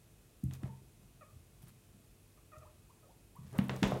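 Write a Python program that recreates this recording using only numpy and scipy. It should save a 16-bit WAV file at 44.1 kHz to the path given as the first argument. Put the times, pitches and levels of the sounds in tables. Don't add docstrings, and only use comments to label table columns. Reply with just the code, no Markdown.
import sys
import numpy as np
from scipy import signal
from scipy.fft import rfft, irfft, next_fast_len
from scipy.io import wavfile
from scipy.ndimage import map_coordinates

SR = 44100
rng = np.random.default_rng(int(sys.argv[2]) if len(sys.argv) > 2 else 0)


def persist_wave(psi):
    counts = np.round(np.clip(psi, -1, 1) * 32767).astype(np.int16)
    wavfile.write(sys.argv[1], SR, np.atleast_2d(counts).T)


N = 176400


def amp(db):
    return 10 ** (np.asarray(db) / 20)


def unit(x):
    return x / np.sqrt(np.mean(x ** 2) + 1e-20)


def along(points, hz):
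    freqs, values = np.transpose(points)
    return np.interp(np.log(hz + 1), np.log(freqs + 1), values)


def wobble(rate, n):
    return map_coordinates(rng.standard_normal(4096), [np.arange(n) * rate / SR], mode="wrap")


def add(out, start, x):
    i = max(0, round(start * SR))
    out[i:i + len(x)] += x[:max(0, N - i)]


def noise(colour):
    gain = amp(along(colour, np.fft.rfftfreq(N, 1 / SR)))
    return unit(irfft(rfft(rng.standard_normal(N)) * gain, N))


def swells(rows):
    out = np.zeros(N)
    for start, length, db in rows:
        add(out, start, amp(db) * np.sqrt(np.abs(np.hanning(int(length * SR)))))
    return out


def click(gain_db):
    size = 2048
    hz = np.fft.rfftfreq(size, 1 / SR) + 20
    cepstrum = irfft(np.log(amp(gain_db(hz))))
    cepstrum[1:size // 2] *= 2
    cepstrum[size // 2:] = 0
    pulse = irfft(np.exp(rfft(cepstrum)))[:size // 2]
    return pulse / np.abs(pulse).max()


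def roll_off(ratio):
    return -10 * np.log10(1 + np.square(ratio) ** 2)


def in_room(x, room_db):
    # (frequency [Hz], level [dB])
    colour = [(40, -18), (100, -9), (170, -6), (290, -0.5), (420, -1), (1000, -5), (2000, -9), (5000, -7.5),
              (12000, 0.5)]
    # (frequency [Hz], time to fade by 60 dB [s])
    fade_times = [(100, 0.42), (260, 0.42), (700, 0.47), (1840, 0.42), (4850, 0.44), (12000, 0.21)]
    # (delay [s], relative level [dB])
    echoes = [(.009, -11.5), (0.017, -19.5)]
    wall_db = -4
    hz, t, bands = signal.stft(rng.standard_normal(SR * 2 // 3), SR, nperseg=256)
    fade = amp(along(colour, hz)[:, None] - 60 * t / along(fade_times, hz)[:, None])
    response = signal.istft(bands * fade, SR, nperseg=256)[1]
    response *= 1 - np.exp(-np.arange(len(response)) / SR / 0.001)
    response *= amp(room_db) / np.linalg.norm(response)
    response[0] += 1
    for delay, db in echoes:
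        response[round(delay * SR)] += amp(db + wall_db + room_db)
    return signal.fftconvolve(x, response)


def background():
    # (frequency [Hz], relative level [dB])
    colour = [(15, -56), (25, -32.5), (37, 2.5), (53, 2), (70, -5.5), (86, -5), (137, -1.5), (170, -6.5),
              (216, -8.5), (241, -8.5), (333, -15.5), (361, -12.5), (437, -16.5), (542, -17.5), (710, -19),
              (955, -24.5), (1040, -23), (1780, -27), (2590, -25.5), (4950, -29), (8970, -26),
              (12100, -27.5), (15800, -33)]
    # (pitch [Hz], level [dB])
    hum_notes = [(47.5, -73), (99.5, -70.5), (338, -79.5), (436, -82), (2540, -87.5)]
    noise_db, drift = -63.5, 0.0063
    hum = np.zeros(N)
    for hz, db in hum_notes:
        pitch = hz * (1 + drift * wobble(60, N))
        hum += amp(db) * np.sqrt(2) * np.sin(2 * np.pi * np.cumsum(pitch) / SR)
    return amp(noise_db) * noise(colour) + hum


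def rustle():
    # (time [s], length [s], level [dB])
    brushes = [(.515, 0.063, -58.5), (.63, 0.06, -68.5), (1.595, 0.073, -72.5), (1.655, .06, -66),
               (1.83, .04, -75), (3.38, 0.32, -67), (3.6, 0.56, -60)]
    # (frequency [Hz], relative level [dB])
    hay_colour = [(300, 5), (1200, 3.5), (3000, -0.5), (6000, -5), (12000, -6), (16000, -16)]
    # (time [s], length [s], level [dB])
    scuffs = [(.59, 0.13, -58.5), (3.52, 0.086, -48), (3.725, 0.06, -46.5), (3.93, 0.062, -44.5)]
    # (frequency [Hz], relative level [dB])
    scuff_colour = [(60, -1), (200, -6), (450, 0), (1050, -10.5), (1600, -18), (4000, -36), (12000, -42)]
    grain_db = 3.5
    hay = unit(noise(hay_colour) * amp(grain_db * wobble(500, N)))
    return hay * swells(brushes) + noise(scuff_colour) * swells(scuffs)


def straw_snaps():
    # (time [s], level [dB], strongest frequency [Hz], time to fade by 60 dB [s])
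    snaps = [(.439, -47.5, 10000, 0.0094), (.5355, -49, 5730, 0.019), (.536, -50, 12800, 0.018),
             (.547, -64, 11300, 0.035), (0.63, -63.5, 8900, .03), (1.622, -64, 11400, 0.13),
             (1.682, -61, 10800, 0.076), (2.583, -59, 7600, 0.03), (3.358, -59, 13000, .015),
             (3.529, -60, 9000, .015), (3.5822, -46, 11100, 0.035), (3.639, -59.5, 11700, 0.06),
             (3.684, -51, 11000, .01), (3.706, -57, 11000, 0.019), (3.763, -49, 5600, 0.016),
             (3.761, -53, 13000, .018), (3.826, -49.5, 11500, 0.056), (3.876, -53, 12400, .025),
             (3.912, -54, 11800, .02)]
    width_octaves, slope_db = 0.58, 16
    out, t = np.zeros(N), np.arange(SR // 10) / SR
    for start, db, centre_hz, fade_s in snaps:
        straw = click(lambda hz: -slope_db * np.hypot(1, np.log2(hz / centre_hz) / width_octaves))
        burst = rng.standard_normal(len(t)) * amp(-60 * t / fade_s)
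        crack = signal.fftconvolve(burst, straw / np.linalg.norm(straw))
        add(out, start, in_room(amp(db) * crack, room_db=-9.5))
    return out


def calls(rows, harmonics):
    pitch_tremble, level_tremble_db = 0.024, 3
    out = np.zeros(N)
    for start, length, db, *pitches in rows:
        progress = np.linspace(0, 1, int(length * SR))
        glide = np.polyval(np.polyfit([0, .5, 1], pitches, 2), progress)
        hz = glide * (1 + pitch_tremble * wobble(454, len(progress)))
        phase = 2 * np.pi * np.cumsum(hz) / SR
        tone = sum(amp(level) * np.sin(k * phase) for k, level in enumerate(harmonics, 1))
        loudness = amp(db + level_tremble_db * wobble(313, len(progress)))
        swell = np.sqrt(np.abs(np.sin(np.pi * progress)))
        add(out, start, in_room(loudness * swell * tone, room_db=-2.5))
    return out


def voices():
    # (time [s], length [s], level [dB], start pitch [Hz], middle pitch [Hz], end pitch [Hz])
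    murmurs = [(1.208, 0.037, -54, 636, 605, 550), (2.37, 0.025, -63, 633, 570, 536),
               (2.518, 0.056, -53.5, 659, 603, 664), (2.603, 0.041, -60.5, 699, 630, 590)]
    murmur_harmonics = [-6.5, -3, -16.5, -15]
    # (time [s], length [s], level [dB], start pitch [Hz], middle pitch [Hz], end pitch [Hz])
    clucks = [(.683, .03, -62.5, 940, 900, 880), (.722, 0.031, -63, 887, 910, 850),
              (2.555, 0.133, -67, 660, 610, 570), (2.648, 0.039, -63, 702, 1110, 1370),
              (2.893, 0.022, -63.5, 880, 1000, 1210), (3.02, 0.055, -70.5, 1210, 1260, 980),
              (3.025, 0.051, -66, 658, 570, 493), (3.088, 0.029, -66, 620, 850, 1000),
              (3.353, .028, -59, 835, 1030, 1270), (3.55, 0.028, -56.5, 740, 1150, 1450)]
    cluck_harmonics = [0, -22]
    return calls(murmurs, murmur_harmonics) + calls(clucks, cluck_harmonics)


def hollow_bump():
    # (pitch [Hz], relative level [dB], time to fade by 60 dB [s])
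    notes = [(425, -8, .03), (600, -2, 0.024), (705, -1.5, 0.025), (1045, -9, 0.029)]
    start_s, bump_db = 3.9208, -26.5
    out, t = np.zeros(N), np.arange(SR // 10) / SR
    ring = sum(amp(db - 60 * t / fade_s) * np.sin(2 * np.pi * hz * t) for hz, db, fade_s in notes)
    add(out, start_s, in_room(amp(bump_db) * ring, room_db=-1.5))
    return out


def claw_knocks():
    # (time [s], level [dB], dull above [Hz], room echo [dB])
    knocks = [(.511, -46, 6000, 6), (.6345, -41.5, 3020, 2), (.656, -50.5, 1360, 2.5),
              (3.588, -26.5, 3170, 4), (3.613, -42, 1760, 0), (3.6953, -24.5, 3520, 4.5),
              (3.8304, -16.5, 6200, 7), (3.8395, -30, 4500, -2), (3.855, -29, 694, 1)]
    # (frequency [Hz], relative level [dB])
    colour = [(300, -14.5), (430, -4), (700, -10.5), (1080, -10), (1450, -13.5), (1950, -11.5),
              (2700, -14.5), (3700, -15.5), (4800, -23.5), (7000, -22), (10000, -34), (15800, -44)]
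    low_cut_hz = 406
    second_claw_s, second_claw_db = 0.0011, -4
    scrape_fade_s, scrape_db = 0.021, -18.5
    out, t = np.zeros(N), np.arange(SR // 20) / SR
    for start, db, dull_hz, room_db in knocks:
        tap = click(lambda hz: along(colour, hz) + roll_off(hz / dull_hz) + roll_off(low_cut_hz / hz))
        knock = amp(db) * tap
        scrape = amp(scrape_db - 60 * t / scrape_fade_s) * rng.standard_normal(len(t))
        add(out, start, in_room(knock, room_db))
        add(out, start + second_claw_s, amp(second_claw_db) * knock)
        add(out, start, signal.fftconvolve(scrape, knock))
    return out


def paw_thumps():
    # (time [s], peak level [dB], pitch [Hz], room echo [dB])
    landings = [(0.4395, -28, 195, -6.5), (0.447, -32.5, 85, -6.5), (.462, -32, 123, -3),
                (0.487, -43, 110, -7), (.634, -37, 242, -6), (0.644, -32, 124, -2.5), (.82, -55.5, 294, -2),
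                (0.998, -56, 127, 0), (1.334, -57, 95, 2.5), (1.367, -48.5, 78, -7),
                (1.638, -50.5, 148, -2), (1.686, -54, 186, -1), (1.948, -55.5, 190, 3.5),
                (2.578, -51.5, 84, 3.5), (3.391, -55, 135, 12), (3.45, -49.5, 152, 9),
                (3.529, -46.5, 134, 5), (3.592, -19, 190.5, -3.5), (3.699, -44.5, 160, 13),
                (3.8277, -20, 253, -4.5), (3.838, -24, 186, -3), (3.854, -32.5, 49.7, -10),
                (3.931, -32, 136, -1.5)]
    # (pitch [Hz], relative level [dB], time to fade by 60 dB [s])
    notes = [(84.3, 3.5, 0.7), (130.4, 8.5, 0.57), (160, 1, 0.29), (195, 7.5, 0.47), (339, 6, 0.19),
             (404, 5.5, 0.54), (540, 4, .4), (650, -7, .4)]
    half_width_cycles, lead_s, boom_db = 0.65, 0.03, -59.5
    out, t = np.zeros(N), np.arange(SR) / SR
    boom = sum(amp(db - 60 * t / fade_s) * np.cos(2 * np.pi * hz * t) for hz, db, fade_s in notes)
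    from_peak_s = np.arange(int(2 * lead_s * SR)) / SR - lead_s
    for peak_s, db, hz, room_db in landings:
        cycles = hz * from_peak_s
        thud = -amp(db) * np.cos(2 * np.pi * cycles) * np.exp(-(cycles / half_width_cycles) ** 2)
        add(out, peak_s - lead_s, in_room(thud, room_db))
        add(out, peak_s - lead_s, amp(boom_db + room_db) * signal.fftconvolve(thud, boom))
    return out


def scene():
    animals = voices() + paw_thumps() + claw_knocks() + hollow_bump()
    return (animals + straw_snaps() + rustle() + background())[None]


def record(dry):
    low_cut_hz, top_hz = 38, 15900
    bass_cut = signal.butter(4, low_cut_hz, "highpass", fs=SR, output="sos")
    trimmed = signal.sosfilt(bass_cut, dry)
    size = next_fast_len(N + SR // 2)
    below_top = np.fft.rfftfreq(size, 1 / SR) < top_hz
    return irfft(rfft(trimmed, size) * below_top, size)[..., :N]


dry = scene()
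out = record(dry)
persist_wave(out)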